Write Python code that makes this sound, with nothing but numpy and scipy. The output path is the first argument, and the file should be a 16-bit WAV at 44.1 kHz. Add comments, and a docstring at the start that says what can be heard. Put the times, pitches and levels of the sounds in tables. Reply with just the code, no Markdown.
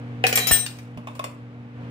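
"""Steel cutlery is dropped on a plate beside a phone on a kitchen counter: fading sines make its ring, small
contacts shaking the plate's resonances make the clacks, and short pulses through the counter jolt the left
microphone. A glass sings along, things scrape as they settle, and later a hand knocks a lighter dish about.
A fridge hums in wavering sines under the room's filtered-noise hiss; the whole level sinks for a while."""
import sys
import numpy as np
from scipy import signal
from scipy.fft import rfft, irfft, next_fast_len
from scipy.io import wavfile
from scipy.ndimage import uniform_filter1d

SR = 44100
rng = np.random.default_rng(int(sys.argv[2]) if len(sys.argv) > 2 else 0)


def to_wav(s):
    """Save 16-bit WAV."""
    ch = np.atleast_2d(s).T  # columns
    pcm = np.round(np.clip(ch, -1, 1) * 32767)  # PCM
    wavfile.write(sys.argv[1], SR, pcm.astype(np.int16))


def undo_db(level):
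    """Turn decibels back into plain size, where 20 dB means ten times bigger."""
    steps = np.asarray(level, float) / 20
    return 10 ** steps


N = 83790  # length in samples
LEFT_LAG_S = 0.000244  # how much later the left microphone hears
TOP_HZ = 15750  # highest pitch of the clinks and of the microphones

# tone colour of hard clinks and scrapes: (frequency [Hz], level [dB])
CRACK_COLOUR = [(300, -120), (800, -6.5), (2500, -2.5), (8000, -8), (15500, -17)]


def unit(x):
    """Scale to an rms of 1."""
    return x / np.sqrt(np.mean(x ** 2) + 1e-20)


def along(points, hz):
    """Read a curve of (Hz, value) points, with frequency on a log axis."""
    point_hz, value = np.transpose(points)
    return np.interp(np.log(hz + 1), np.log(point_hz + 1), value)


def curve(rows):
    """Join (s, value) points with straight lines, one value per sample."""
    return np.interp(np.arange(N) / SR, *np.transpose(rows))


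def filtered(x, response):
    """Shape x by a gain (it may be complex) that depends on frequency."""
    m = next_fast_len(x.shape[-1] + SR // 4)
    spectrum = rfft(x, m) * response(np.fft.rfftfreq(m, 1 / SR))
    return irfft(spectrum, m)[..., :x.shape[-1]]


def add(out, s, x):
    """Mix a stereo sound into out, starting at s seconds."""
    tail = out[:, round(s * SR):]
    tail[:, :x.shape[1]] += x[:, :tail.shape[1]]


def sides(db):
    """Left and right gains for a left-over-right level in dB."""
    return undo_db([[db / 2], [-db / 2]])


def ring(out, hit, hz, level_db, t60):
    """Struck things ring in fading sines (modes), roughened throughout by chatter, damped more once settled."""
    s, db, pan_db, free_s = hit
    t = np.arange(SR // 2) / SR

    # 45 weak modes with random pitch, level and decay join the given ones
    weak = rng.random((3, 45))
    hz = np.r_[hz, 1500 + 14000 * weak[0]][:, None]
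    level_db = np.r_[level_db, -16 - 10 * weak[1]][:, None]
    t60 = np.r_[t60, .05 + .22 * weak[2]][:, None]

    # the microphones' phases differ by about a quarter turn; the first term offsets the left one's lag
    spread = .6 * rng.standard_normal((len(hz), 1))  # radians
    apart = np.pi * hz * LEFT_LAG_S + (np.pi / 2 + spread) / 2
    phase = 2 * np.pi * rng.random((len(hz), 1)) + np.array([apart, -apart])
    scatter_db = 1.5 * rng.standard_normal((2, len(hz), 1))  # level differs in each microphone

    # chatter: smoothed random steps, one set for loudness and one for phase
    chatter_depth, chatter_hz = .45, 70
    knots = rng.standard_normal((2, len(hz), SR // 200))
    steps = knots[:, :, (t * chatter_hz).astype(int)]
    chatter = chatter_depth * uniform_filter1d(steps, round(SR / chatter_hz), -1)

    size = undo_db(level_db + scatter_db - 60 * t / t60) * (1 + chatter[0])
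    modes = size * np.sin(2 * np.pi * hz * t + phase + chatter[1])
    swell_s, settled_t60 = .0015, 0.34
    swell = 1 - np.exp(-t / swell_s)
    damping = undo_db(-60 * np.maximum(t - free_s, 0) / settled_t60)  # extra damping once lying
    add(out, s, undo_db(db) * sides(pan_db) * modes.sum(1) * swell * damping)


def spoon():
    """A spoon has fixed mode pitches, but the struck spot decides how loud each one is."""
    # pitch of each mode [Hz]
    spoon_hz = [1794, 3330, 5907, 7390, 8510, 9734, 10420, 11140, 13200, 14402, 15388]
    # its modes: (t60 [s], level struck on the handle [dB], on the bowl [dB], on the neck [dB])
    spoon_modes = [(0.22, -37.5, -25, -6.5), (0.3, -27.5, -20.5, -12), (0.44, -15.5, -14.5, -11),
                   (0.46, -8.5, -10.5, -18.5), (0.42, -19.5, -10.5, 1.5), (0.37, -31, -13.5, -14),
                   (0.075, -29.5, -35, -7.5), (0.44, -12.5, -28.5, -14.5), (.2, -21, -3.5, -2.5),
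                   (0.067, -2.5, 3.5, -10.5), (.25, -3.5, -12.5, 2)]
    # one blow per spot, in that order: (time [s], level [dB], left over right [dB], time until settled [s])
    spoon_hits = [(0.271, -26.5, 18.5, 0.0069), (.355, -12.5, 6.5, 0.021), (0.5121, -11.5, 3, 0.12)]
    out = np.zeros((2, N))
    t60, *spots = np.transpose(spoon_modes)
    for hit, level_db in zip(spoon_hits, spots):
        ring(out, hit, spoon_hz, level_db, t60)
    return out


def fork():
    """A fork rings in its own modes when struck."""
    # its modes: (frequency [Hz], level [dB], t60 [s])
    fork_modes = [(5459, -8, .15), (6961, -4, .2), (8726, -13, .1), (11250, -8, .07), (13153, -3, .16),
                  (15210, -14, .2)]
    # blows: (time [s], level [dB], left over right [dB], time until settled [s])
    fork_hits = [(0.469, -19.5, 21.75, 0.031)]
    out = np.zeros((2, N))
    for hit in fork_hits:
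        ring(out, hit, *np.transpose(fork_modes))
    return out


def glass():
    """A glass nearby is set singing in two long modes, over the many weak ones."""
    # its modes: (frequency [Hz], level [dB], t60 [s])
    glass_modes = [(3160, -7, .7), (3929, 0, 1.5)]
    # its one start: (time [s], level [dB], left over right [dB], time until settled [s])
    glass_hit = (0.4, -24.5, -3.5, 0.24)
    out = np.zeros((2, N))
    ring(out, glass_hit, *np.transpose(glass_modes))
    return out


def crockery_response(f, modes, favoured_hz):
    """Resonances of alternating sign; each is 1 dB weaker per octave away from the favoured pitch."""
    total = 0
    for k, (centre, width, db) in enumerate(modes):
        gain = undo_db(db - abs(np.log2(centre / favoured_hz)))
        peak = 1j * f * width / (centre * centre - f * f + 1j * f * width)
        total = total + (-1) ** k * gain * peak
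    return total


def clinks(t, t60):
    """The crack of a blow: 240 sines of uneven strength, each fading at its own speed."""
    u = rng.random((4, 240, 1))
    hz = TOP_HZ * u[0]
    uneven_db = 4 * rng.standard_normal(hz.shape)
    size = undo_db(along(CRACK_COLOUR, hz) + uneven_db - 60 * t * 2 * u[1] / t60)
    crack = np.array([(size * np.sin(2 * np.pi * (hz * t + p))).sum(0) for p in u[2:]])
    return crack * undo_db(-60 * t / t60) / np.std(crack[:, :SR // 200])


def clacks(contacts, body, shared, blow, pan_db):
    """A blow and a dying rattle of small contacts shake the crockery's resonances, with a crack of clinks."""
    out, t = np.zeros((2, N)), np.arange(SR // 4) / SR
    for s, body_db, crack_db, favoured_hz, t60 in contacts:
        a = rng.standard_normal((4, len(t)))
        # the resonances shift a little from blow to blow
        modes = [(c * (1 + .022 * u), w, db) for (c, w, db), u in zip(body, a[3])]
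        # small contacts at 6 % of the samples, partly shared by the two sides
        rattle = (shared * a[0] + a[1:3]) * (rng.random(len(t)) < .06)
        rattle[:, 0] = blow
        knock = filtered(rattle * undo_db(-60 * t / t60), lambda f: crockery_response(f, modes, favoured_hz))
        knock = 2 * knock / np.abs(knock).max()
        add(out, s, sides(pan_db) * (undo_db(body_db) * knock + undo_db(crack_db) * clinks(t, t60)))
    return out


def plate():
    """The cutlery lands and bounces on the plate, shaking its resonances."""
    # resonances: (frequency [Hz], width [Hz], level [dB])
    plate_body = [(457, 67, 2), (756, 50, 4.5), (1600, 290, -5.5), (2000, 300, -1.5), (2380, 57, 7.5),
                  (2855, 280, -5.5)]
    # contacts: (time [s], body level [dB], steel crack level [dB], favoured pitch [Hz], t60 [s])
    plate_contacts = [(.2395, -4, -30.5, 1900, 0.14), (.267, -17.5, -11.5, 2365, 0.062),
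                      (.290, -22, -26, 706, 0.12), (.327, -12.5, -18, 2006, 0.13),
                      (.354, -24.5, -24, 2033, 0.17), (.374, -13, -18.5, 1867, 0.29),
                      (.470, -22, -22, 1183, 0.38), (.511, -19.5, -22.5, 1050, 0.43),
                      (.663, -37, -18, 1600, 0.1), (.787, -34.5, -36.5, 1600, 0.12)]
    return clacks(plate_contacts, plate_body, shared=0.71, blow=6.4, pan_db=1.0)


def dish():
    """A hand knocks a lighter dish about, shaking its resonances."""
    # resonances: (frequency [Hz], width [Hz], level [dB])
    dish_body = [(579.5, 70, 6), (1130, 104, 4), (2580, 240, -4), (3620, 154, -12)]
    # contacts: (time [s], body level [dB], crack level [dB], favoured pitch [Hz], t60 [s])
    dish_contacts = [(.974, -27, -43, 920, 0.092), (1.072, -21.5, -38, 885, 0.1),
                     (1.152, -36.5, -40.5, 2000, 0.193), (1.194, -16, -27, 1130, 0.044),
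                     (1.241, -19, -24, 586, 0.11)]
    return clacks(dish_contacts, dish_body, shared=2.7, blow=6.7, pan_db=0.0)


def counter():
    """The counter passes on blows: sharp pulses jolt the left microphone, fading low sines thump."""
    # jolts: (time [s], signed size, width [s])
    jolts = [(0.511, 1, 0.00013), (0.5133, -0.47, 0.00023), (0.5153, 0.61, 0.00011)]
    # thumps: (time [s], left level [dB], frequency [Hz], t60 [s], right over left [dB])
    thumps = [(.515, -0.5, 55.7, 0.036, -39.5), (0.967, -24, 162, 0.073, 5), (0.982, -22.5, 232, 0.085, 3)]
    out, t = np.zeros((2, N)), np.arange(N) / SR
    for s, size, width in jolts:
        out[0] += size * np.exp(-.5 * ((t - s) / width) ** 2)
    for s, db, hz, t60, right_db in thumps:
        thump = np.sin(2 * np.pi * hz * t) * undo_db(-60 * t / t60)
        add(out, s, undo_db([[db], [db + right_db]]) * thump)
    return out


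def slide():
    """Things scrape as they settle: noise of unsteady strength makes the grains."""
    # loudness of the scraping: (time [s], level [dB])
    scraping = [(.2, -128), (.25, -43), (.6, -31), (1.0, -75.5), (1.1, -53.5), (1.3, -70.5), (1.45, -82)]
    unsteady_db = 2.5 * unit(uniform_filter1d(rng.standard_normal(N), 300))
    grains = rng.standard_normal((2, N)) * undo_db(unsteady_db)
    return undo_db(curve(scraping)) * unit(filtered(grains, lambda f: undo_db(along(CRACK_COLOUR, f))))


def fridge_hum():
    """A fridge hums in a few sines whose level and phase waver slowly."""
    # sines: (frequency [Hz], peak level before wavering [dB])
    hum_lines = [(120, -29.5), (240, -35.5), (290, -42), (475, -48.5)]
    waver_hz, waver_db, waver_rad = 5, 1.2, .3
    t, hum = np.arange(N) / SR, 0
    for hz, db in hum_lines:
        slow = filtered(rng.standard_normal((2, N)), lambda f: np.exp(-.5 * (f / waver_hz) ** 2))
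        phase = waver_rad * unit(slow[1]) + 2 * np.pi * rng.random()
        hum = hum + undo_db(db + waver_db * unit(slow[0])) * np.sin(2 * np.pi * hz * t + phase)
    return hum


def room_hiss():
    """The room hisses in filtered noise, more alike on both sides in the bass than in the treble."""
    # colour of the noise: (frequency [Hz], relative level per Hz [dB])
    hiss_colour = [(30, -52.5), (70, -23), (160, -16.5), (250, -27.5), (500, -27.5), (2500, -39),
                   (5000, -56), (16000, -77.5)]
    # (frequency [Hz], left-right likeness [1 = the same])
    likeness = [(250, 1), (4000, 0.11)]

    def response(f):
        turn = np.arccos(np.clip(along(likeness, f), -1, 1)) / 2
        return undo_db(along(hiss_colour, f)) * [np.cos(turn), np.sin(turn)]

    mid, side = filtered(rng.standard_normal((2, N)), response)
    return undo_db(-40) * unit(np.array([mid + side, mid - side]))


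def room(x):
    """The kitchen echoes in a noise tail in which each frequency dies at its own speed."""
    # (frequency [Hz], t60 [s])
    echo_decay = [(500, 0.41), (16000, 0.28)]
    hz, t, z = signal.stft(rng.standard_normal((2, SR // 2)), SR, nperseg=256)
    fading = z * undo_db(-60 * t / along(echo_decay, hz)[:, None])
    tail = signal.istft(fading, SR, nperseg=256)[1]
    late = np.pad(x, ((0, 0), (200, 0)))  # the echo starts 200 samples late
    return signal.fftconvolve(late, tail / np.linalg.norm(tail[0]), axes=1)[:, :N]


def scene():
    """Everything on the counter, with the kitchen's echo, over hum and hiss; the whole sinks for a while."""
    # loudness of the whole scene: (time [s], level [dB])
    overall = [(.56, -2.5), (.63, -7), (1.72, -8), (1.82, -2.5)]
    near = spoon() + fork() + glass() + plate() + dish()
    echo = undo_db(-7) * room(near)
    return undo_db(curve(overall)) * (near + echo + counter() + slide() + fridge_hum() + room_hiss())


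def band_limit(x):
    """A steep low-pass at the top of the band."""
    return signal.sosfilt(signal.butter(12, 16630, fs=SR, output="sos"), x)


def record(dry):
    """The left microphone hears a little later; both lose the deep bass and the top treble."""
    low_hz = 30.8

    def microphones(f):
        bass_cut = (1j * f / (low_hz + 1j * f)) ** 4
        lag = np.exp(-1j * np.pi * f * LEFT_LAG_S * np.array([[1], [-1]]))  # half the lag each way
        return bass_cut * (f < TOP_HZ) * lag

    return band_limit(filtered(dry, microphones))


dry = scene()
out = record(dry)
to_wav(out)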